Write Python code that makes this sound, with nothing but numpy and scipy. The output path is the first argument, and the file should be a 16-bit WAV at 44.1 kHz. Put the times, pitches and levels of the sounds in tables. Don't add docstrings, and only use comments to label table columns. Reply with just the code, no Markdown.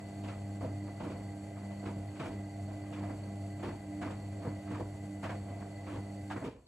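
import sys
import numpy as np
from scipy import signal
from scipy.fft import rfft, irfft
from scipy.io import wavfile
from scipy.ndimage import uniform_filter1d

SR = 44100
rng = np.random.default_rng(int(sys.argv[2]) if len(sys.argv) > 2 else 0)


def file_out(sig):
    cols = np.atleast_2d(sig).T
    lim = np.clip(cols, -1, 1)
    pcm = np.round(lim * 32767).astype(np.int16)
    wavfile.write(sys.argv[1], SR, pcm)


N = 294147
T, HZ = np.arange(N) / SR, np.fft.rfftfreq(N, 1 / SR)

# start_s, splash_db, thud_db, spray_db, note_db, note_hz, fade_s
LANDINGS = [(0.2387, -49.5, 5.5, -5, -5.5, 670, 0.25), (0.28, -47, 0, -7, -4, 526, 0.31),
            (0.612, -49, 11.5, -24, 8.5, 675, 0.24), (0.638, -53, 8, -12, 7, 468, 0.26),
            (0.8749, -52.5, 0, -15, 2.2, 337, 0.18), (1.002, -47.5, 5.5, -10.5, -1, 571, 0.39),
            (1.0368, -52.5, 8, -7, 9, 322.7, 0.38), (1.1013, -51, 10, -7, 4, 520, 0.26),
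            (1.202, -56, 5, -18, -5, 364, 0.15), (1.5624, -57, 1.5, -12, -5, 336, 0.52),
            (1.708, -55, -6, -5.5, -2, 675, 0.16), (1.8317, -52, 11, -14, 0, 703, 0.26),
            (1.8583, -43, 5, -10.5, 2, 360, 0.24), (2.155, -54, -1, -7, 3, 322, 0.28),
            (2.1977, -42.5, 4.5, -8, -11, 650, 0.36), (2.2573, -44.5, 5.5, -9, 8, 328, 0.17),
            (2.3191, -64, 8, 3.5, 15, 426, 0.2), (2.6815, -59, 4, -10, 10, 678, 0.52),
            (2.9259, -49.5, -2, -6.5, -9, 357, 0.38), (2.969, -52.5, 7.5, -19.5, 0.1, 351, 0.4),
            (3.0293, -51, 5, -14.5, 4, 682, 0.45), (3.0966, -46, 5.5, -26, 2, 592, 0.12),
            (3.5943, -55, 5, -6, 3, 330, 0.25), (3.6302, -42.5, 5, -11, 2.5, 336, 0.32),
            (3.681, -50, 4, -10, -12, 360, 0.3), (4.0174, -38.5, -3, -10, -3.5, 678, 0.2),
            (4.0592, -45, 1, -16, -3.5, 661, 0.27), (4.1008, -46.5, 5, -10, 3, 471, 0.22),
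            (4.4227, -53, 1.5, -12, -5, 369, 0.28), (4.4507, -43.5, 6.5, -30, 3, 483, 0.21),
            (4.676, -55, -3, -9.5, -1, 331, 0.35), (4.706, -49, 4.5, -11, -2.5, 397, 0.48),
            (4.742, -44, 4, -12, -5, 424, 0.21), (4.8004, -43.5, 10.5, -23, 9, 333.4, 0.097),
            (5.233, -38, -2, -10.5, -5.5, 662, 0.27), (5.2956, -37, -2.5, -13, -5, 753, 0.16),
            (5.3394, -54, 4, -9, 7, 531, 0.23), (5.4834, -62, 13, -8.5, 3, 328, 0.83),
            (5.614, -47, -11, -23.5, 0, 691, 0.15), (5.8673, -48, -1, -10, -5, 496, 0.41),
            (5.92, -49.5, 5.5, -9, -2, 338, 0.28), (5.9553, -51.5, 6.5, -9, 0, 383, 0.19),
            (6.304, -36, -8, -12, -9, 646, 0.18), (6.3626, -43, 4, -16, -6, 682, 0.24),
            (6.4223, -46.5, 6, -32, 0, 644, 0.17), (6.4442, -46, 6.5, -6.5, 7, 429.6, 0.25)]
# pitch_hz, width_hz, level_db
DRUM_RINGS = [(72, 32, -28), (139, 133, 2.5), (270.5, 53, 3.5), (343, 52, -1.5), (477, 47, -4),
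              (538, 91, -5.5), (640.5, 17, 1), (950, 270, -11)]
# pitch_hz, level_db
SPLASH_COLOUR = [(400, -32), (750, 2), (1100, 1), (1700, -3), (2300, -7.5), (3500, -51)]
# pitch_hz, level_db
SPRAY_COLOUR = [(1500, -24), (2300, 5), (3500, -4.5), (5200, -13), (7500, -12.5), (12000, -34)]
# time_s, first_db, second_db, third_db
LOW_HUM = [(0.0, -52, -46.5, -55), (0.26, -43, -47, -49.5), (0.33, -43.5, -49.5, -57.5),
           (0.56, -43, -44.5, -49.5), (0.86, -41, -48.5, -47.5), (0.92, -48.5, -52, -56),
           (1.34, -44, -48.5, -49), (1.39, -52, -52.5, -49), (1.57, -41, -49.5, -54),
           (1.78, -47.5, -45.5, -53.5), (1.98, -41, -46.5, -48), (2.08, -42, -54.5, -54),
           (2.19, -53, -55, -48), (2.4, -42, -46, -51.5), (2.51, -49, -51, -51.5),
           (2.74, -41.5, -46, -49.5), (2.81, -45, -55, -46.5), (2.93, -50, -47.5, -49.5),
           (3.02, -39, -46.5, -42.5), (3.2, -44, -51, -50.5), (3.71, -47, -48.5, -49.5),
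           (3.8, -46, -53, -56), (3.99, -50.5, -47.5, -43), (4.2, -42, -49, -52.5),
           (4.31, -46.5, -50.5, -53), (4.54, -41.5, -49, -46.5), (4.64, -52, -51, -52),
           (4.71, -42.5, -46.5, -44), (4.94, -45, -52, -52.5), (5.12, -46.5, -49, -46),
           (5.32, -42.5, -46.5, -56.5), (5.88, -48.5, -52, -48), (6.07, -42, -51, -52.5),
           (6.34, -48.5, -47.5, -49)]
# multiple, level_db, waver_db
HIGH_HUM = [(4, -63.5, 2), (6, -67.5, 2), (7, -62, 2), (8, -63, 1), (20, -69.5, 1.5)]
# pitch_hz, level_db
WHIR_COLOUR = [(20, -51), (45, -68), (85, -2.5), (150, -9.5), (250, -17), (440, -30), (700, -24),
               (1000, -35), (1700, -36), (2500, -38.5), (3400, -42), (5200, -46), (6400, -37.5),
               (8300, -37), (9000, -42), (11600, -45.5), (11900, -53)]
# pitch_hz, width_hz, level_db
ROTOR_WHINE = [(4410, 160, -74.5), (4603, 55, -79), (7460, 230, -77.5), (7706, 130, -75.5),
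               (10200, 65, -98)]
# pitch_hz, width_hz, level_db
CABINET_RINGS = [(134.6, 7.4, -65), (495, 36, -70), (576, 100, -62), (832, 96, -71), (1580, 85, -76),
                 (2004, 124, -67.5), (2170, 71, -95)]
# pitch_hz, level_db
HISS_COLOUR = [(9500, -51), (10600, -6), (11500, 4), (12200, 9), (13500, 1), (14500, 3), (15600, -20)]
# pitch_hz, level_db, likeness, phase_rad
STEREO_WIDTH = [(100, -30.5, 0, -9), (200, -17, 0.27, -2), (300, -17, 1, -3), (407, -15, 0, 0),
                (596, -3.5, 0.5, -2), (720, -10, 0.98, -2), (1000, -7, 0.2, -2), (1660, -17.5, 0.5, -2),
                (1930, -15, 1, -1), (2870, 1.5, 0, -1), (3790, -2.5, 1, -1.5), (4950, -1.5, 0.98, 24.5),
                (5340, 1.5, 0.7, -1), (5900, -29, 0, 0), (6900, -24, 0, -1.5), (7430, -14, 0.8, -1.5),
                (10000, 1.5, 0.5, -1.5), (11600, -2, .5, -1.5)]

LEAD_SAMPLES, TOUCH_S = 300, 0.00524
THUD_RISE_S, SPLASH_RISE_S = 0.0066, 0.00855
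THUD_FALL, NOTE_FALL, SMACK_FALL = 0.6, 0.85, 0.98
SMACK_DB, SMACK_HZ = -10.5, (881, 1100.4)
HARD_DB, SLOWER_S_PER_DB = -46, 0.000228
SMACK_HZ_PER_DB, SMACK_DB_PER_DB = 58, 0.35
BUBBLE_HZ, BUBBLES_PER_S = (706.4, 3090), 700
SLOSH_DB, ROCK_FLOOR_DB, ROCK_DB, ROCK_S = -68.5, -69, -15.5, 0.062
HUM_HZ = 100.03
WHIR_DB, DRONE_DB, HISS_DB = -54, -59, -73.5
# start_s, db_per_s
HUM_STOP, CABINET_STOP, ROTOR_STOP, WATER_STOP = (6.35, 304.5), (6.42, 144), (6.45, 210), (6.53, 165)
MACHINE_TOP_HZ, MICROPHONE_TOP_HZ = 12240, 15700


def laundry():
    thud, splash, spray, notes = landings()
    slosh_db = SLOSH_DB + flicker(1.6) + dying(*WATER_STOP)
    shell = noise(sum(gain_of(db) * peak(hz, width) for hz, width, db in DRUM_RINGS))
    water = 0.76 * noise(colour(SPLASH_COLOUR)) + 0.55 * bubbles()
    mist = noise(colour(SPRAY_COLOUR))
    return (np.sqrt(thud + gain_of(slosh_db + 9.5) ** 2) * gain_of(2.56 * flicker(26)) * shell
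            + np.sqrt(splash + gain_of(slosh_db) ** 2) * gain_of(0.83 * flicker(35)) * water
            + np.sqrt(spray + gain_of(slosh_db - 5) ** 2) * gain_of(1.2 * flicker(130)) * mist
            + notes + rocking(thud))


def landings():
    thud, splash, spray = np.zeros((3, N))
    notes = np.zeros((2, N))
    for start_s, db, thud_db, spray_db, note_db, note_hz, fade_s in LANDINGS:
        age = np.clip(T[round(start_s * SR) - LEAD_SAMPLES:][:SR // 2] - start_s + TOUCH_S, 0, None)
        fall_db = -60 * age / fade_s
        hard_db = max(db - HARD_DB, 0)
        thud_rise = 1 - np.exp(-age / THUD_RISE_S)
        splash_rise = 1 - np.exp(-age / (SPLASH_RISE_S + SLOWER_S_PER_DB * hard_db))
        add(thud, start_s, (gain_of(db + thud_db + THUD_FALL * fall_db) * thud_rise) ** 2)
        add(splash, start_s, (gain_of(db + fall_db) * splash_rise) ** 2)
        add(spray, start_s, (gain_of(db + spray_db + fall_db) * splash_rise) ** 2)
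        trapped_air = thud_rise * wet_note(note_hz, age, width_hz=90)
        add(notes, start_s, gain_of(db + note_db + NOTE_FALL * fall_db) * trapped_air)
        smack_hz = rng.uniform(*SMACK_HZ) + SMACK_HZ_PER_DB * hard_db
        smack_db = db + SMACK_DB + SMACK_DB_PER_DB * hard_db + SMACK_FALL * fall_db
        add(notes, start_s, gain_of(smack_db) * splash_rise * wet_note(smack_hz, age, width_hz=450))
    return thud, splash, spray, notes


def wet_note(hz, age, width_hz):
    wobble = uniform_filter1d(rng.standard_normal((2, 2, len(age))), round(SR / width_hz), axis=2)
    phase = 2 * np.pi * hz * age
    return evened(wobble[0] * np.cos(phase) + wobble[1] * np.sin(phase))


def bubbles(sizes=16):
    out = np.zeros((2, N))
    for hz in np.geomspace(*BUBBLE_HZ, sizes):
        cycles = np.arange(0, 30, hz / SR)
        loudness = np.exp(-cycles / 7) * (1 - np.exp(-cycles / 1.2))
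        ping = loudness * np.sin(2 * np.pi * cycles * (1 + 0.0035 * cycles))
        starts = rng.standard_normal((2, N)) * (rng.random((2, N)) < BUBBLES_PER_S / sizes / SR)
        out += signal.oaconvolve(starts, ping[None], axes=1)[:, :N]
    return evened(irfft(rfft(out) * colour(SPLASH_COLOUR), N))


def rocking(thud):
    keep = np.exp(-1 / (ROCK_S * SR))
    lingering = signal.lfilter([1 - keep], [1, -keep], thud)
    power = gain_of(ROCK_FLOOR_DB + dying(*WATER_STOP)) ** 2 + gain_of(ROCK_DB) ** 2 * lingering
    return np.sqrt(power) * noise(peak(hz=56, width_hz=23))


def motor_hum():
    phase = 2 * np.pi * HUM_HZ * T
    times_s, *levels_db = np.transpose(LOW_HUM)
    low = sum(gain_of(np.interp(T, times_s, db) + 1.62 * flicker(7))
              * np.cos(multiple * phase + 0.25 * flicker(6)) for multiple, db in enumerate(levels_db, 1))
    high = sum(gain_of(db + waver_db * flicker(9)) * np.cos(multiple * phase + 0.5 * flicker(9))
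               for multiple, db, waver_db in HIGH_HUM)
    return -np.sqrt(2) * (low + high) * gain_of(dying(*HUM_STOP))


def motor_whir():
    whir = gain_of(WHIR_DB + flicker(23)) * noise(colour(WHIR_COLOUR))
    return (whir + ringing(ROTOR_WHINE)) * coasting()


def cabinet():
    drone = gain_of(DRONE_DB + 1.5 * flicker(6.6)) * noise(peak(hz=671.6, width_hz=49))
    return (ringing(CABINET_RINGS) + drone) * gain_of(dying(*CABINET_STOP))


def hiss():
    return gain_of(HISS_DB + 1.2 * flicker(21)) * coasting() * noise(colour(HISS_COLOUR))[0]


def ringing(rings):
    return sum(gain_of(db + 1.23 * flicker(7.2)) * noise(peak(hz, width)) for hz, width, db in rings)


def coasting(floor_db=-13):
    return gain_of(np.maximum(dying(*ROTOR_STOP), floor_db))


def dying(start_s, db_per_s):
    return -db_per_s * np.clip(T - start_s, 0, None)


def noise(gain):
    return evened(irfft(rfft(rng.standard_normal((2, N))) * gain, N))


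def flicker(hz):
    return evened(irfft(rfft(rng.standard_normal(N)) / (1 + (HZ / hz) ** 4), N))


def peak(hz, width_hz):
    return 1 / (1 + (2 * (HZ - hz) / width_hz) ** 2)


def curves(table):
    pitch_hz, *columns = np.transpose(table)
    return [np.interp(np.log(HZ + 1), np.log(pitch_hz + 1), column) for column in columns]


def colour(table):
    return gain_of(curves(table)[0])


def gain_of(db):
    return 10 ** (np.asarray(db) / 20)


def evened(x):
    return x / np.sqrt(np.mean(x ** 2) + 1e-20)


def add(mix, start_s, part):
    mix[..., round(start_s * SR) - LEAD_SAMPLES:][..., :part.shape[-1]] += part


def scene():
    middle, tiles = motor_whir() + cabinet() + laundry()
    middle = middle + motor_hum()
    level_db, likeness, phase_rad = curves(STEREO_WIDTH)
    likeness = np.clip(likeness, 0, 1)
    side = likeness * np.exp(1j * phase_rad) * rfft(middle) + np.sqrt(1 - likeness ** 2) * rfft(tiles)
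    side = irfft(side * gain_of(level_db), N)
    treble_cut = signal.firwin(511, MACHINE_TOP_HZ, window=("kaiser", 9), fs=SR)
    machine = signal.oaconvolve([middle + side, middle - side], treble_cut[None], "same")
    return machine + hiss() * [[1], [-1]]


def record(dry):
    dry = signal.sosfilt(signal.butter(3, 42, "high", fs=SR, output="sos"), dry)
    treble_cut = signal.firwin(511, MICROPHONE_TOP_HZ, window=("kaiser", 9), fs=SR)
    return signal.oaconvolve(dry, treble_cut[None], "same")


dry = scene()
out = record(dry)
file_out(out)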